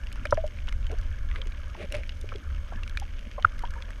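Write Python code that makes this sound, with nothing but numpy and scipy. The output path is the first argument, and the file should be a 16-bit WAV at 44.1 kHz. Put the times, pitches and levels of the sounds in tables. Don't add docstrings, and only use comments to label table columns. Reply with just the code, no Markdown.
import sys
import numpy as np
from scipy import signal
from scipy.fft import rfft, irfft
from scipy.io import wavfile
from scipy.ndimage import uniform_filter1d

SR = 44100
rng = np.random.default_rng(int(sys.argv[2]) if len(sys.argv) > 2 else 0)


def persist_wave(psi):
    counts = np.round(np.clip(psi, -1, 1) * 32767).astype(np.int16)
    wavfile.write(sys.argv[1], SR, np.atleast_2d(counts).T)


N = 176400
T = np.arange(N) / SR

# f/Hz, relative spectral density/dB
HISS_SPECTRUM = [(100, -55.5), (170, 7.5), (238, 1.5), (430, -8), (585, 1.5), (693, -11.5), (885, -13.5),
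                 (1130, -9), (1640, -3.5), (1940, -16), (2220, -3), (2580, -17.5), (2950, -10), (3900, -21),
                 (6450, -24), (6960, -28), (15000, -36)]
CRACKLE_SPECTRUM = [(300, 6.5), (900, -6), (1600, 8), (2200, 9.5), (3200, 9.5), (4000, -5.5), (5800, -2),
                    (7500, -38), (15000, -58)]
CRACK_SPECTRUM = [(1000, -46), (3000, 8), (4300, 9), (5800, 11.5), (7500, 3), (9700, 2), (12000, -4.5),
                  (15000, -19.5)]
SIMMER_SPECTRUM = [(700, -4), (1100, 5.5), (1700, 10.5), (2000, -13.5), (3200, -6)]
RUMBLE_SPECTRUM = [(12, -6), (20, 5), (30, 2.5), (42, -1), (58, -4.5), (73, -2.5), (84, -11.5), (100, -15),
                   (125, -24), (160, -47), (220, -32)]
BUBBLING_SPECTRUM = [(110, -7), (180, -5), (260, 1.5), (400, 5.5), (600, 6.5), (850, -8.5), (1300, -10.5),
                     (4000, -61)]
FIZZ_SPECTRUM = [(600, -18), (1400, -1), (2400, 8.5), (4200, -8), (7500, -22), (9700, -18), (15000, -50)]
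# f/f_ring, relative spectral density/dB
SNAP_BODY_SPECTRUM = [(.3, -24), (.65, 4), (1.05, 2.5), (1.9, -12), (4, -55)]
# middle t/s, duration/s, level/dB
SURFACE_SWELLS = [(0.127, 0.54, -55.5), (0.78, 0.28, -59.5), (1.23, 0.83, -54.5), (1.645, 0.24, -55.5),
                  (2.543, 0.35, -54), (2.804, 0.36, -52), (3.716, 0.73, -52.5)]
# t/s, relative level/dB
RUMBLE_LEVELS = [(0.0, -32), (1.01, -28), (1.04, -28.5), (1.38, -29), (1.45, -33), (1.9, -33.5),
                 (1.96, -24), (2.04, -35), (2.36, -29), (2.41, -45), (2.48, -26), (2.64, -33),
                 (2.68, -40.5), (2.8, -27.5), (3.22, -35), (4.0, -34)]
# start t/s, duration/s, bubbling level/dB, fizz level/dB
GURGLE_EVENTS = [(0.89, 0.065, -38.5, -62), (1.335, 0.069, -55.5, -51.5), (1.767, 0.1, -42, -47.5),
                 (1.898, 0.13, -44.5, -47), (1.94, 0.023, -47, -40)]
# t/s, ring peak level/dB, ring f/Hz, crack peak level/dB
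NEAR_SNAPS = [(.07, -38, 2780, -46), (.117, -39, 2480, -56), (.127, -42, 3040, -34.5),
              (0.158, -39, 1820, -42), (0.2537, -25.5, 1640, -33.5), (0.2557, -26, 2400, -43),
              (.27, -39, 3000, -47), (0.3081, -36.5, 5360, -32.5), (0.312, -42, 5840, -54),
              (0.344, -43, 5800, -40), (0.3729, -32, 1700, -61), (0.4659, -69, 2900, -39.5),
              (0.477, -44, 2960, -42), (0.571, -43.5, 2120, -59), (.587, -39, 2320, -59),
              (.672, -44, 2620, -45), (0.6806, -32, 1560, -57), (.687, -31.5, 2900, -48),
              (0.693, -39, 1840, -43), (0.7253, -36, 2110, -38), (0.8675, -38, 3090, -38),
              (0.916, -45, 2840, -41), (.986, -46, 4600, -42), (1.013, -52, 3050, -43),
              (1.3135, -34.5, 1940, -49), (1.359, -31.5, 2050, -49), (1.4167, -30.5, 3140, -71),
              (1.471, -45.5, 2900, -39.5), (1.521, -37.5, 2360, -68), (1.832, -41, 2400, -52),
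              (1.923, -29.5, 2830, -30.5), (1.943, -32, 2220, -42), (1.949, -34.5, 2390, -38),
              (1.967, -42, 2580, -39.5), (2.0343, -35, 2370, -58), (2.0932, -32, 2860, -44.5),
              (2.213, -46, 3550, -35.5), (2.2904, -35, 2420, -48), (2.359, -39.5, 3310, -40.5),
              (2.834, -33.5, 2730, -39.5), (2.877, -37, 2260, -38), (2.896, -44, 3240, -39),
              (2.973, -24, 2400, -33.5), (2.999, -40, 2970, -31), (3.192, -44.5, 2840, -45),
              (3.314, -39.5, 3200, -60), (3.4248, -33, 3020, -46), (3.4466, -25, 1860, -57),
              (3.592, -39.5, 2050, -35.5), (3.624, -43.5, 3030, -44), (3.653, -38.5, 3270, -62),
              (3.707, -46.5, 2840, -39.5), (3.738, -35.5, 1740, -42.5), (3.8228, -37, 3330, -42.5),
              (3.905, -43, 1940, -42.5)]
# t/s, f/Hz, peak level before roughening/dB, rise time/ms, decay time/ms
PLOP_EVENTS = [(0.2554, 587, -30.5, 0.21, 7.6), (0.3254, 1300, -9.5, 0.29, 1.55),
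               (0.3264, 997, -16, 0.18, 3.4), (0.327, 575, -11, 0.86, 4.5), (0.327, 248, -25.5, 0.35, 1.3),
               (0.334, 86, -21, 3.7, 10.6), (.377, 634, -19.5, 0.46, 12), (.441, 604, -23, 1.05, 10.3),
               (.216, 241.6, -45, 23, 37), (1.352, 1257, -38, 1.6, 3.5), (1.386, 526, -40.5, 3.3, 19),
               (1.462, 357, -35.5, 0.89, 4.2), (1.752, 895, -36.5, .47, 0.67), (1.838, 185, -34, 5.1, 6),
               (1.951, 590, -30.5, 11.3, 9.7), (2.243, 440, -36.5, 1, 2.2), (2.321, 1320, -29, .33, 1.4),
               (2.325, 520, -34.5, 0.37, 5.8), (2.353, 407, -36.5, 5.8, 8.4), (2.377, 265, -49, 3.5, 40),
               (2.7239, 690, -30, 0.23, 2.7), (2.767, 212, -42, 9.3, 4), (2.778, 1710, -50.5, 8.8, 5.1),
               (2.866, 1420, -43, 1.7, 3.2), (2.951, 1660, -43, 1.1, 2.8), (3.022, 806, -35.5, 1.6, 6.3),
               (3.273, 226, -37, 5, 6.1), (3.3818, 1040, -31, .64, 3.4), (3.385, 592, -32.5, 2.3, 3.3),
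               (3.389, 743, -35.5, 1.8, 5), (3.4495, 1360, -1, 0.78, 1.1), (3.448, 576, -31, .4, 5.5),
               (3.452, 82, -25, 5, 9.7), (3.6374, 740, -24.5, 0.22, 0.61), (3.643, 952, -34.5, 3.2, 7.5),
               (3.764, 930, -44.5, 3.9, 12), (3.785, 518, -50.5, 15, 25), (3.891, 593, -45.5, 5.7, 10)]

TOP_HZ = 15000
HISS_DB, CRACKLE_DB, SPARKLE_DB, RUMBLE_GAIN_DB = -58 + 4.5, -58, -72, 0.5
WHINE_HZ, WHINE_DB, WHINE_PULSES_PER_S, WHINE_DUTY, WHINE_FIRST_S = 6452, -66.5, 47.97, .36, .0161
CRACK_MS, TAIL_MS, TAIL_DB = .8, 3.0, -9
SNAPS_PER_S, SNAP_SPREAD_DB, SNAP_RANGE_DB = 130, 4, 10
BUBBLES_PER_OCTAVE_S, BUBBLE_DECAY_CYCLES, BUBBLE_RANGE_DB = 260, 4, 14
CLEAN_DB, ROUGH_PER_DB = -27, .05
SLOSH_GAIN_DB, SLOSH_MS, SLOSH_DB_PER_OCTAVE, SLOSH_TREBLE_DB = -13, 9, 20, -75


def undb(db):
    return 10 ** (np.asarray(db) / 20)


def unit(x):
    return x / np.sqrt(np.mean(x ** 2))


def add(out, at, x):
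    i = max(int(at * SR), 0)
    out[i:i + len(x)] += x[:max(N - i, 0)]


def colour(x, spectrum, edge_db=0):
    hz, db = np.array(spectrum, float).T
    size = 2 * len(x)
    octave, knots = np.log2(np.maximum(np.fft.rfftfreq(size, 1 / SR), 1)), np.log2(hz)
    beyond = np.abs(octave - np.clip(octave, knots[0], knots[-1]))
    gain_db = np.interp(octave, knots, db) - edge_db * np.minimum(beyond, 2)
    cepstrum = irfft(gain_db * np.log(10) / 20)
    cepstrum[1:len(x)] *= 2
    cepstrum[len(x) + 1:] = 0
    return irfft(rfft(x, size) * np.exp(rfft(cepstrum)))[:len(x)]


def noise(spectrum):
    return unit(colour(rng.standard_normal(N), spectrum, edge_db=30))


def flicker(per_s):
    hold = int(SR / per_s)
    steps = np.repeat(rng.standard_normal(N // hold + 1), hold)
    return unit(uniform_filter1d(steps, hold)[:N])


def ring(t, hz, rise_ms, decay_ms, octaves_per_s=0):
    ms = t * 1000
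    envelope = np.exp(-np.logaddexp(-ms / rise_ms, ms / decay_ms))
    phase = 2 * np.pi * hz * t * (1 + octaves_per_s * np.log(2) * t / 2)
    return envelope / envelope.max() * np.cos(phase)


def burst(size=1024):
    ms = np.arange(size) / SR * 1000
    return rng.standard_normal(size) * (np.exp(-ms / CRACK_MS) + undb(TAIL_DB) * np.exp(-ms / TAIL_MS))


def snap(spectrum):
    crack = colour(burst(), spectrum)
    return crack / np.abs(crack).max()


def snap_shower(spectrum):
    out = np.zeros(N)
    for when, chance in rng.random((int(SNAPS_PER_S * N / SR), 2)):
        db = min(-SNAP_SPREAD_DB * np.log(1 - chance), SNAP_RANGE_DB)
        add(out, when * N / SR, undb(db) * burst())
    return unit(colour(out, spectrum))


def bubble_swarm(spectrum, low_hz, high_hz):
    out = np.zeros(N)
    count = int(BUBBLES_PER_OCTAVE_S * np.log2(high_hz / low_hz) * N / SR)
    for when, pitch, strength in rng.random((count, 3)):
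        hz = low_hz * (high_hz / low_hz) ** pitch
        cycle_ms, t = 1000 / hz, np.arange(-2 / hz, 20 / hz, 1 / SR)
        bubble = ring(t, hz, cycle_ms / 2, BUBBLE_DECAY_CYCLES * cycle_ms)
        add(out, when * N / SR, hz * undb(BUBBLE_RANGE_DB * strength) * bubble)
    return unit(colour(out, spectrum, edge_db=30))


def electronic_whine():
    pulse_on = (T - WHINE_FIRST_S) * WHINE_PULSES_PER_S % 1 < WHINE_DUTY
    gate = uniform_filter1d(pulse_on.astype(float), size=90)
    jitter_rad = 0.57 * flicker(WHINE_PULSES_PER_S)
    return undb(WHINE_DB) * gate * np.sin(2 * np.pi * WHINE_HZ * T + jitter_rad)


def distant_reef():
    return undb(HISS_DB) * noise(HISS_SPECTRUM)


def reef_crackle():
    dull = undb(CRACKLE_DB) * snap_shower(CRACKLE_SPECTRUM)
    bright = undb(SPARKLE_DB) * snap_shower(CRACK_SPECTRUM)
    return dull + bright


def surface_ripples():
    swells = sum(undb(db) * np.cos(np.pi * np.clip((T - at) / length, -.5, .5))
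                 for at, length, db in SURFACE_SWELLS)
    simmer = bubble_swarm(SIMMER_SPECTRUM, low_hz=900, high_hz=2600)
    flicker_db = 2 * flicker(per_s=25)
    return swells * simmer * undb(flicker_db)


def flow_rumble():
    times, levels_db = np.array(RUMBLE_LEVELS).T
    return noise(RUMBLE_SPECTRUM) * undb(np.interp(T, times, levels_db) + RUMBLE_GAIN_DB)


def gurgles():
    bubbling = bubble_swarm(BUBBLING_SPECTRUM, low_hz=140, high_hz=1800)
    hiss = noise(FIZZ_SPECTRUM)
    spit_db = 3.5 * flicker(per_s=500)
    fizz = hiss * unit(undb(spit_db))
    out = np.zeros(N)
    for at, length, bubbling_db, fizz_db in GURGLE_EVENTS:
        progress = np.clip((T - at) / length, 0, 1)
        out += np.sin(np.pi * progress) * (undb(bubbling_db) * bubbling + undb(fizz_db) * fizz)
    return out


def near_shrimp():
    out, t = np.zeros(N), np.arange(-.003, .03, 1 / SR)
    for at, ring_db, hz, crack_db in NEAR_SNAPS:
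        body = snap([(hz * ratio, level) for ratio, level in SNAP_BODY_SPECTRUM])
        add(out, at, undb(crack_db) * snap(CRACK_SPECTRUM) + undb(ring_db + 3) * body)
        case_ring = undb(ring_db) * ring(t, hz, rise_ms=.03, decay_ms=2.84)
        add(out, at + t[0] + .00045, case_ring)
    return out


def plops():
    out, t = np.zeros(N), np.arange(-.06, .2, 1 / SR)
    for at, hz, db, rise_ms, decay_ms in PLOP_EVENTS:
        roughness = np.clip((CLEAN_DB - db) * ROUGH_PER_DB, 0, 1)
        wobble = (1 + roughness * flicker(per_s=190)[:len(t)]) / np.hypot(1, roughness)
        tone = ring(t, hz, rise_ms, decay_ms, octaves_per_s=1.05)
        add(out, at + t[0], undb(db) * tone * wobble)
        band = [(hz, 0), (2 * hz, -SLOSH_DB_PER_OCTAVE), (TOP_HZ, SLOSH_TREBLE_DB)]
        slosh = unit(colour(rng.standard_normal(len(t)), band, SLOSH_DB_PER_OCTAVE))
        envelope = ring(t, 0, rise_ms, SLOSH_MS)
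        add(out, at + t[0], undb(min(db, CLEAN_DB) + SLOSH_GAIN_DB) * slosh * envelope)
    return out


def scene():
    water = flow_rumble() + gurgles() + surface_ripples() + plops()
    return (water + distant_reef() + near_shrimp() + electronic_whine() + reef_crackle())[None]


def record(dry):
    return signal.sosfilt(signal.ellip(8, .2, 70, TOP_HZ, fs=SR, output="sos"), dry)


dry = scene()
out = record(dry)
persist_wave(out)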